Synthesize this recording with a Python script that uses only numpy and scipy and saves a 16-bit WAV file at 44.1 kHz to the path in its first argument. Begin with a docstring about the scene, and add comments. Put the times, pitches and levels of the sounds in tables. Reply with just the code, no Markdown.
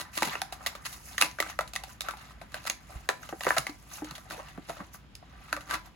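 """A small furnished room: hands pull a plastic blister pack open, close to a stereo recorder.
The thin shell buckles in sharp snaps of decaying noise and ringing modes; the card backing tears away
in short rips built of many tiny fractures. Fingers rub and crinkle the pack, as noise with stick-slip grains,
and now and then knock it so that it booms softly, as a decaying sine with a scuff of noise.
Still air and a wavering low hum lie underneath."""
import sys
import numpy as np
from scipy import signal
from scipy.fft import rfft, irfft, next_fast_len
from scipy.io import wavfile

SR = 44100
rng = np.random.default_rng(int(sys.argv[2]) if len(sys.argv) > 2 else 0)


def digitize_waveform(pressure):
    """Quantize a signal to 16-bit integers and store it at the path in sys.argv[1].

    Rows of a 2-D input are taken as channels; values are limited to [-1, 1].
    """
    field = np.atleast_2d(pressure).T
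    bounded = np.clip(field, -1, 1)
    quanta = np.round(bounded * 32767).astype(np.int16)
    wavfile.write(sys.argv[1], SR, quanta)


N = 262517
TIME = np.arange(N) / SR


def from_db(db):
    """Decibels to gain."""
    return 10 ** (np.asarray(db) / 20)


def rms_one(x):
    """Scale to unit power."""
    return x / np.sqrt(np.mean(x ** 2) + 1e-20)


def at_hz(points, hz):
    """Read a curve on a log-frequency axis."""
    where, value = np.transpose(points)
    return np.interp(np.log(np.maximum(hz, 1)), np.log(where), value)


def shaped(x, gain_at):
    """Filter by a gain that is a function of frequency."""
    size = next_fast_len(x.shape[-1] + 2048)
    hz = np.arange(size // 2 + 1) * SR / size
    return irfft(rfft(x, size) * gain_at(hz), size)[..., :x.shape[-1]]


def coloured(x, spectrum):
    """Filter a sound by a gain curve in dB."""
    return shaped(x, lambda hz: from_db(at_hz(spectrum, hz)))


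# Borders of the four registers: low, body, crack, tick [Hz]
REGISTER_BORDERS_HZ = [250, 800, 2200, 5500, 16500]


def register(x, index):
    """Band-pass one of the four registers: low, body, crack, tick."""
    borders = REGISTER_BORDERS_HZ[index:index + 2]
    return signal.sosfilt(signal.butter(3, borders, "band", fs=SR, output="sos"), x)


def resonance(x, hz, width_hz):
    """Two-pole resonator with a gain of about 1 at its peak."""
    r = np.exp(-np.pi * width_hz / SR)
    feedback = [1, -2 * r * np.cos(2 * np.pi * hz / SR), r * r]
    return signal.lfilter([(1 - r * r) / 2, 0, (r * r - 1) / 2], feedback, x + 1e-18)


def drift(per_s):
    """Slow random wander around 0: normal draws, per_s of them each second, joined by lines."""
    knots = rng.standard_normal(int(N / SR * per_s) + 2)
    return np.interp(TIME * per_s, np.arange(len(knots)), knots)


# How unlike a noise is on left and right: columns pitch_hz [Hz], side_minus_mid_db [dB]
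STEREO_SPREAD = [(200, -8.5), (700, -3), (1500, -3.5), (4000, -2), (6000, 1.5), (8000, -25), (16000, -13)]


def stereo_noise(size):
    """White noise for left and right: a shared mid and a side of opposite sign, evened to a flat power."""
    mid, side = rng.standard_normal((2, size))
    pair = mid + coloured(side, STEREO_SPREAD) * np.array([[1], [-1]])
    return shaped(pair, lambda hz: 1 / np.hypot(1, from_db(at_hz(STEREO_SPREAD, hz))))


def grains(size, per_s, spread_db):
    """Envelope of tiny fractures: random moments, mostly small, each decaying exponentially."""
    decay_s = 0.0015   # time constant
    born = rng.random(size) < per_s / SR
    sizes = from_db(spread_db * np.minimum(rng.exponential(1, size), 4))
    return rms_one(signal.lfilter([1], [1, -np.exp(-1 / (decay_s * SR))], born * sizes + 1e-18))


def swell_at(t, half_length_s):
    """A smooth rise and fall around time zero."""
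    return np.exp(-np.minimum((t / half_length_s) ** 2, 50))


def tone(level_db, depth_db, bright_db, lift_db=0):
    """Levels of the four registers: depth sets the low one, brightness the two upper ones, lift the crack alone."""
    tick_db, tick_follows = -2, 1.15   # offset of the tick register, and its share of the brightness
    return level_db + np.array([depth_db, 0, bright_db + lift_db, tick_follows * bright_db + tick_db])


def voiced(burst, levels_db, length_s):
    """Share a burst's energy among the registers; levels are rms over the given length."""
    mix = 0
    for k, db in enumerate(levels_db):
        mix = mix + from_db(db) * rms_one(register(burst, index=k))
    return mix * np.sqrt(length_s * SR / burst.shape[-1])


def add(out, start_s, sound):
    """Mix a sound in at a moment, trimmed to the scene."""
    at = round(start_s * SR)
    part = sound[:, max(-at, 0):N - at]
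    out[:, max(at, 0):max(at, 0) + part.shape[1]] += part


# Still air in the room: columns pitch_hz [Hz], level_db [relative dB per Hz]
AIR_SPECTRUM = [(18, -30), (30, -38.5), (50, 5), (65, -1), (90, -4.5), (150, -3.5), (250, -10), (420, -20),
                (1300, -23.5), (3300, -26), (6500, -38), (16000, -52)]


def background(air_db=-54, hum_db=-62, hum_hz=59.5, wander_rad=0.57, waver_db=4):
    """Still air as shaped noise, and a low sine hum that wavers in phase and level."""
    air = rms_one(coloured(stereo_noise(N), AIR_SPECTRUM))
    hum_phase = 2 * np.pi * hum_hz * TIME + wander_rad * drift(21)
    hum_gain = from_db(waver_db * np.tanh(drift(12)))
    hum = rms_one(np.sin(hum_phase) * hum_gain)
    return from_db(air_db) * air + from_db(hum_db) * hum


def room(x, t60_s=(.28, .27, .25, .2), wet_db=(-6, -5.5, -7, -8), first_s=0.00076, echo_s=0.0094, echo_db=-17):
    """One near surface throws back an echo, and a diffuse tail dies soonest in the treble."""
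    t = TIME[:22050]
    diffuse = stereo_noise(len(t)) * np.clip(t / first_s - 1, 0, 1)   # silent up to first_s
    response = np.zeros_like(diffuse)
    for k in range(len(t60_s)):
        fade = from_db(-60 * t / t60_s[k])
        response += from_db(wet_db[k]) * register(diffuse * fade, index=k) / np.linalg.norm(fade)
    response[:, round(echo_s * SR)] += from_db(echo_db)
    return signal.fftconvolve(x, response, axes=1)[:, :N]


# Lasting resonances of the pack and its surroundings: columns pitch_hz [Hz], width_hz [Hz],
# level_db [dB, relative to one another]
RESONANCES = [(144, 21, 11), (316.4, 9.5, 4.5), (577, 88, 0.5), (711, 54, -18.5), (770, 12, -8.5),
              (999, 7.5, 3), (1110, 6.6, -30), (1171.5, 25, 2.5), (1277, 45, -7), (1330, 22, -12),
              (1543, 25, -0.5), (1918, 162, -4.5), (2120, 30, -40.5), (2575, 43, -2), (2789, 68, 1),
              (6480, 90, -3)]


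def ringing(pack):
    """The pack's noises wake narrow resonances, which ring on after them."""
    woken = 0
    for hz, width_hz, level_db in RESONANCES:
        woken = woken + from_db(level_db) * resonance(pack, hz, width_hz)
    return woken


def crinkle(per_s=70, ring_q=11, patchy_db=2.0, tilt_db_per_octave=-2, count=18):
    """Tiny creases give way at random; each size rings at its own pitch and comes in flurries, the smallest faintest."""
    noise, out = stereo_noise(N), 0
    for hz in np.geomspace(750, 14000, count):
        creases = grains(N, per_s, spread_db=2.0) * from_db(patchy_db * drift(30))
        ring = rms_one(resonance(noise * creases, hz, hz / ring_q))
        out = out + from_db(tilt_db_per_octave * np.log2(hz)) * ring
    return rms_one(out)


# Faint rustle of the pack held in the hands: columns time_s [s], body_db [relative dB], hiss_db [relative dB]
GRIP_RUSTLE = [(0.0, -46.5, -63), (0.23, -59, -61), (0.66, -47, -58), (1.08, -57, -52.5),
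               (2.17, -58.5, -66), (2.35, -54, -65), (2.75, -57, -61), (2.93, -51.5, -60), (3.53, -59, -47),
               (3.71, -65, -54), (3.93, -52, -56), (4.17, -50.5, -54), (5.19, -65, -78), (5.49, -54, -62),
               (5.63, -51.5, -57), (5.95, -68, -69)]
# A finger slides over the pack: columns middle_s [s], half_length_s [s], level_db [dB before the mix],
# depth_db [dB, low register against body], bright_db [dB, brightness]
FINGER_SLIDES = [(0.158, .025, -48.5, -10, 8.5), (0.321, 0.073, -40.5, -9.5, -5),
                 (0.646, 0.035, -55.5, -11, 1), (0.92, 0.059, -57, -7, 10), (1.13, 0.086, -56, -11, 9),
                 (1.486, 0.042, -44.5, -6.5, -3), (1.814, 0.026, -55, 2, -14), (1.902, 0.044, -60, -1, 7),
                 (2.067, 0.026, -44.5, -4, -8.5), (2.208, 0.1, -54.5, -14, -2), (2.307, 0.022, -58, 0, 2),
                 (2.567, 0.042, -47.5, -5, -6), (2.946, 0.067, -56, -0.5, 2.5),
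                 (3.249, 0.032, -51, -4, -0.5), (3.433, .025, -55, -14, 9), (3.508, 0.06, -43.5, -9, 2.5),
                 (3.697, 0.0059, -40.5, -13, -6.5), (3.954, 0.046, -49.5, -7, 6.5),
                 (4.088, 0.026, -46.5, -14, -10), (4.372, .04, -49.5, 1, -2.5),
                 (4.467, 0.093, -52.5, -8, -7.5), (4.747, 0.11, -53.5, -7, -1.5),
                 (4.949, 0.017, -56, -12, 8.5), (5.318, 0.091, -60.5, -7, -10.5),
                 (5.486, 0.087, -55.5, -11, -3.5), (5.745, 0.033, -40.5, -9, -12),
                 (5.865, 0.02, -52.5, -6, -3.5)]


def friction_gains(rustle_db=-5.5, rustle_depth_db=-7, rustle_crack_db=-4, slide_crack_db=1.0):
    """Strength of the friction in each register: every slide swells and fades over the rustle of the grip."""
    s, body_db, hiss_db = np.transpose(GRIP_RUSTLE)
    crack_db = (body_db + hiss_db) / 2 + rustle_crack_db
    registers_db = [body_db + rustle_depth_db, body_db, crack_db, hiss_db]
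    power = np.array([from_db(rustle_db + np.interp(TIME, s, db)) ** 2 for db in registers_db])
    for middle_s, half_length_s, level_db, depth_db, bright_db in FINGER_SLIDES:
        lift_db = slide_crack_db - bright_db / 2   # the crack register follows brightness by half
        gains = from_db(tone(level_db, depth_db, bright_db, lift_db))
        power += np.outer(gains, swell_at(TIME - middle_s, half_length_s)) ** 2
    return np.sqrt(power)


# Colour of the plastic: columns pitch_hz [Hz], level_db [relative dB per Hz]
PLASTIC_COLOUR = [(200, 3), (400, -10), (620, -7), (1300, 6.5), (2000, -0.5), (2700, -3), (3150, -2.5),
                  (4000, 4), (5400, -7.5), (7500, -10.5), (11000, -9.5), (15200, -17.5)]


def rubbing(slips_per_s=1100, smooth_share=0.99, uneven_db=2, crinkle_db=1, trim_db=(-1, -.5, -1, .5)):
    """Stick and slip: a rough hiss and the crinkle follow the fingers, each register wavering on its own."""
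    slips = smooth_share + grains(N, slips_per_s, spread_db=3)
    hiss = rms_one(coloured(stereo_noise(N) * slips, PLASTIC_COLOUR))
    friction = hiss + from_db(crinkle_db) * crinkle()
    out = 0
    for k, gain in enumerate(friction_gains()):
        waver = from_db(trim_db[k] + uneven_db * drift(70))
        out = out + gain * waver * rms_one(register(friction, index=k))
    return out


# Soft knocks on the pack: columns start_s [s], pitch_hz [Hz],
# level_db [dB, swing amplitude before its rise and decay], t60_s [s]
SOFT_KNOCKS = [(0.221, 217, -30, 0.062), (0.226, 323, -25, 0.052), (1.221, 297, -32, 0.057),
               (1.403, 338, -28.5, 0.026), (2.957, 60.7, -23, 0.083), (3.088, 395, -35.5, 0.042),
               (3.327, 330, -27, 0.055), (3.467, 383, -18, 0.026), (3.587, 128, -37.5, 0.18),
               (3.693, 296, -36.5, 0.14), (4.021, 305, -29, 0.18), (4.113, 149, -33, 0.07),
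               (4.379, 480, -38.5, .06), (4.579, 210, -25.5, 0.035), (4.697, 681, -28, 0.07),
               (4.806, 192, -32, 0.061), (5.227, 206, -60, 0.055), (5.226, 730, -43, 0.037),
               (5.53, 299, -41, 0.28)]


def knocks(rise_cycles=0.54, scuff_db=-7, scuff_t60_s=0.079):
    """A fingertip scuffs the pack and sets the whole of it swinging; the grip decides the pitch."""
    out, t = np.zeros((2, N)), TIME[:16384]
    for start_s, hz, level_db, t60_s in SOFT_KNOCKS:
        swing = np.sin(2 * np.pi * hz * t) * from_db(-60 * t / t60_s)
        rub = resonance(resonance(stereo_noise(len(t)), hz, hz), hz, hz)
        scuff = rms_one(rub) * from_db(scuff_db - 60 * t / scuff_t60_s)
        rise = 1 - np.exp(-t * hz / rise_cycles)
        add(out, start_s, from_db(level_db) * (swing + scuff) * rise)
    return out


# The card tears off the glue: columns middle_s [s], half_length_s [s],
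# level_db [dB before the mix, body rms over the half length], depth_db [dB, low register against body],
# bright_db [dB, brightness]
CARD_RIPS = [(.002, 0.025, -42.5, -7.5, 3), (.176, 0.0043, -31.5, -6.5, 2), (0.245, 0.032, -45, -12, 8),
             (0.274, 0.015, -39.5, -1, -3), (0.862, 0.011, -40, -19, 2), (1.21, .014, -38.5, -11, 4),
             (1.242, 0.026, -45.5, 0, 5.5), (2.522, 0.0087, -62, -10, 5), (2.636, 0.014, -59.5, -12, 6.5),
             (2.672, 0.0099, -35.5, -13, 1.5), (2.7, 0.019, -47, -4, -3), (3.478, 0.013, -34, -5, -8),
             (3.583, 0.0032, -25.5, -9, 3.5), (4.323, 0.023, -47.5, -3.5, 2.5),
             (4.699, 0.012, -43, 0.5, -1.5), (4.808, 0.019, -51, 1.5, -11),
             (5.725, 0.032, -37.5, -10, -3.5), (5.745, 0.0076, -32.5, -18, -3)]


def rips(fibres_per_s=2500):
    """Fibres part in a quick run that swells and dies."""
    out, t = np.zeros((2, N)), TIME[:8192] - TIME[4096]
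    for middle_s, half_length_s, level_db, depth_db, bright_db in CARD_RIPS:
        run = grains(len(t), fibres_per_s, spread_db=7) * swell_at(t, half_length_s)
        tear = coloured(stereo_noise(len(t)) * run, PLASTIC_COLOUR)
        add(out, middle_s + t[0], voiced(tear, tone(level_db, depth_db, bright_db), half_length_s))
    return out


# Modes of a buckling facet: columns multiple [of its ring pitch], level_db [relative dB],
# t60_cycles [cycles of the ring pitch]
FACET_MODES = [(.47, -4.5, 10.6), (1, 3.5, 19), (1.8, 0, 7.1), (3.3, -22, 34)]
# The shell buckles: columns start_s [s], pitch_hz [Hz, before random detuning],
# level_db [dB before the mix, body rms over 8 ms], depth_db [dB, low register against body],
# bright_db [dB, brightness], flutter_db [dB, flutter against crack at the onset]
SHELL_SNAPS = [(0.185, 1090, -36.5, -25, -1, -15), (0.2214, 865, -23, -7, -9, -36),
               (0.2293, 2240, -29.5, -10, -0.5, -27), (0.332, 2220, -39.5, -12, -4, -6),
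               (0.3532, 2570, -32.5, -5.5, -13.5, -22), (.417, 800, -30.5, -11, 0.5, -40),
               (0.5229, 756, -39.5, -1.5, 2, 15), (0.662, 1810, -32.5, -7.5, 4, -8),
               (0.6692, 3600, -35, -5, 3, -25), (0.751, 1295, -41.5, -5.5, -3, -5),
               (0.8554, 1190, -45, -11, 8, -4), (0.9267, 1120, -57, -11, 14.5, 7),
               (1.1802, 1790, -29, -15, -1, -13), (1.2124, 1317, -24, -14.5, 4.5, -21),
               (1.2217, 2690, -22.5, -7.5, -0.5, -21), (1.2314, 2730, -36, -8, -8, -15),
               (1.3125, 6400, -60.5, -10, 10.5, -26), (1.386, 1510, -33.5, -10, -12, 8),
               (1.4014, 1950, -28.5, -2, 1, -19), (1.425, 1234, -31.5, -26, -5, -40),
               (1.463, 1410, -41.5, -8, -40, -24), (1.4973, 728, -41.5, -10, 0, -1),
               (1.5892, 1270, -23.5, -5.5, -11, -24), (1.608, 645, -33.5, -9.5, -4.5, -13),
               (1.6761, 3880, -58, -3, 11, -4), (1.7343, 737, -46.5, -10, 7, -14),
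               (1.7538, 803, -44, -6, 5, -23), (1.7609, 1930, -34, -32, 1.5, -23),
               (1.836, 740, -41.5, -10, 1.5, -16), (1.881, 1490, -66, -4, 5, -10),
               (2.0071, 3770, -39.5, -8.5, 7, -22), (2.0173, 3730, -52.5, -17, 12, -22),
               (2.0851, 1290, -28.5, -11, -9.5, -11), (2.1087, 1140, -42, -19, 0, -20),
               (2.1356, 780, -41, -9, -22, -21), (2.17, 1500, -59, -6, 6, -18),
               (2.414, 2420, -46, 2.5, -4.5, 17), (2.5424, 1610, -34.5, -10, -3, -14),
               (2.652, 1310, -44, -1.5, -1.5, -18), (2.6984, 6520, -37, -6.5, 9, -21),
               (3.0891, 1720, -22.5, -3.5, -5, -24), (3.0975, 1460, -31.5, -24, -7.5, 3),
               (3.2312, 1420, -43, -16, -12, -8), (3.2897, 3070, -42.5, -3, -4, -3),
               (3.325, 735, -39.5, 0.5, -29, -10), (3.4071, 1850, -38, -3, -2, -8),
               (3.4135, 1200, -44, -22, -4, -18), (3.4347, 1550, -40, -18, 2, -24),
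               (3.445, 1870, -47, -8, 6, -20), (3.4504, 1820, -43.5, 4.5, 1.5, -20),
               (3.467, 530, -24.5, -4.5, -14, -29), (3.4875, 1350, -39.5, -13, 4.5, -4),
               (3.5053, 1710, -19.5, -11.5, -30, -27), (3.5655, 727, -27.5, -4.5, -5.5, 5),
               (3.572, 737, -27, -10, -18, -20), (3.667, 2200, -33.5, -10, -3, -13),
               (4.0194, 875, -43, 0.5, -28, -21), (4.0444, 503, -49.5, -1, 5, -8),
               (4.1095, 4240, -44, -9, 1.5, -20), (4.1522, 3300, -47.5, -21, 4.5, 13),
               (4.18, 670, -50.5, -4, 3, -22), (4.3078, 1510, -38, -8.5, -6.5, -31),
               (4.485, 2760, -59, 1, 5.5, 3), (4.5758, 660, -47, -2.5, -12.5, -25),
               (4.768, 1290, -49, -3, -7, -4), (4.803, 1055, -39.5, -9, -23, -5),
               (4.945, 1420, -48.5, -7, -21, -5), (5.1526, 4600, -67, -7, 20.5, -21),
               (5.5273, 1390, -24.5, -15, -7.5, -19), (5.5648, 1220, -38, -10, -4.5, -21),
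               (5.572, 557, -42, -3.5, -18, -18), (5.6074, 1430, -49, -19, 0.5, -6),
               (5.7097, 1580, -30, -34, -7, -25)]


def snaps(rise_s=0.00073, crack_t60_s=0.0081, flutter_t60_s=0.082, detune=0.044, radiates_above_hz=430):
    """A facet flips over with a crack, rings in a few modes set by its size and flutters for a moment."""
    hardest_hz, hardest_lift_db, hardest_octaves = 2780, 3, 0.86   # facets near this pitch crack hardest
    out, t = np.zeros((2, N)), TIME[:2048]
    multiple, mode_db, cycles = np.transpose(FACET_MODES)[:, :, None]
    # a small facet moves little air
    no_bass = signal.butter(3, radiates_above_hz, "high", fs=SR, output="sos")
    for start_s, hz, level_db, depth_db, bright_db, flutter_db in SHELL_SNAPS:
        lift_db = hardest_lift_db * np.exp(-(np.log2(hz / hardest_hz) / hardest_octaves) ** 2)
        levels_db = tone(level_db, depth_db, bright_db, lift_db)
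        fade = from_db(-60 * t / crack_t60_s) + from_db(flutter_db - 60 * t / flutter_t60_s)
        crack = rms_one(coloured(stereo_noise(len(t)) * fade, PLASTIC_COLOUR))
        pitches = hz * multiple * (1 + detune * rng.standard_normal(multiple.shape))
        phases = 2 * np.pi * (pitches * t + rng.random(multiple.shape))
        modes = np.sin(phases) * from_db(mode_db - 60 * t * hz / cycles)
        ring = rms_one(modes.sum(axis=0))
        burst = (crack + ring) * (1 - np.exp(-t / rise_s))
        add(out, start_s, voiced(signal.sosfilt(no_bass, burst), levels_db, length_s=0.008))
    return out


def scene():
    """The pack's noises, the resonances that they wake, the room, the knocks and the background."""
    pack = from_db(-1.5) * snaps() + from_db(1) * rips() + from_db(-2.5) * rubbing()
    return pack + from_db(4.5) * ringing(pack) + room(pack) + knocks() + background()


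# Phase between left and right: columns pitch_hz [Hz], left_lead_rad [radians]
STEREO_PHASE = [(20, 0), (300, .15), (860, .5), (2500, .6), (4500, .9), (5600, 1.3), (6500, 0),
                (8700, -3.14), (11000, -6.28), (13400, -9.42), (15400, -12.57)]
# Level between left and right: columns pitch_hz [Hz], left_minus_right_db [dB]
STEREO_BALANCE = [(60, -1.5), (700, 0.5), (1100, 0.7), (2700, 0.5), (4000, -0.5), (6000, -2.5), (8000, -3),
                  (13000, 1)]


def record(dry):
    """The left and right channels differ in phase and level; everything above 16.1 kHz is cut steeply."""
    sides = np.array([[1], [-1]]) / 2   # each channel takes half of the difference

    def channel_gain(hz):
        """Complex gain of the left and right channel."""
        return np.exp(1j * sides * at_hz(STEREO_PHASE, hz)) * from_db(sides * at_hz(STEREO_BALANCE, hz))

    channels = shaped(dry, channel_gain)
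    return signal.sosfilt(signal.ellip(10, .3, 70, 16100, fs=SR, output="sos"), channels)


dry = scene()
out = record(dry)
digitize_waveform(out)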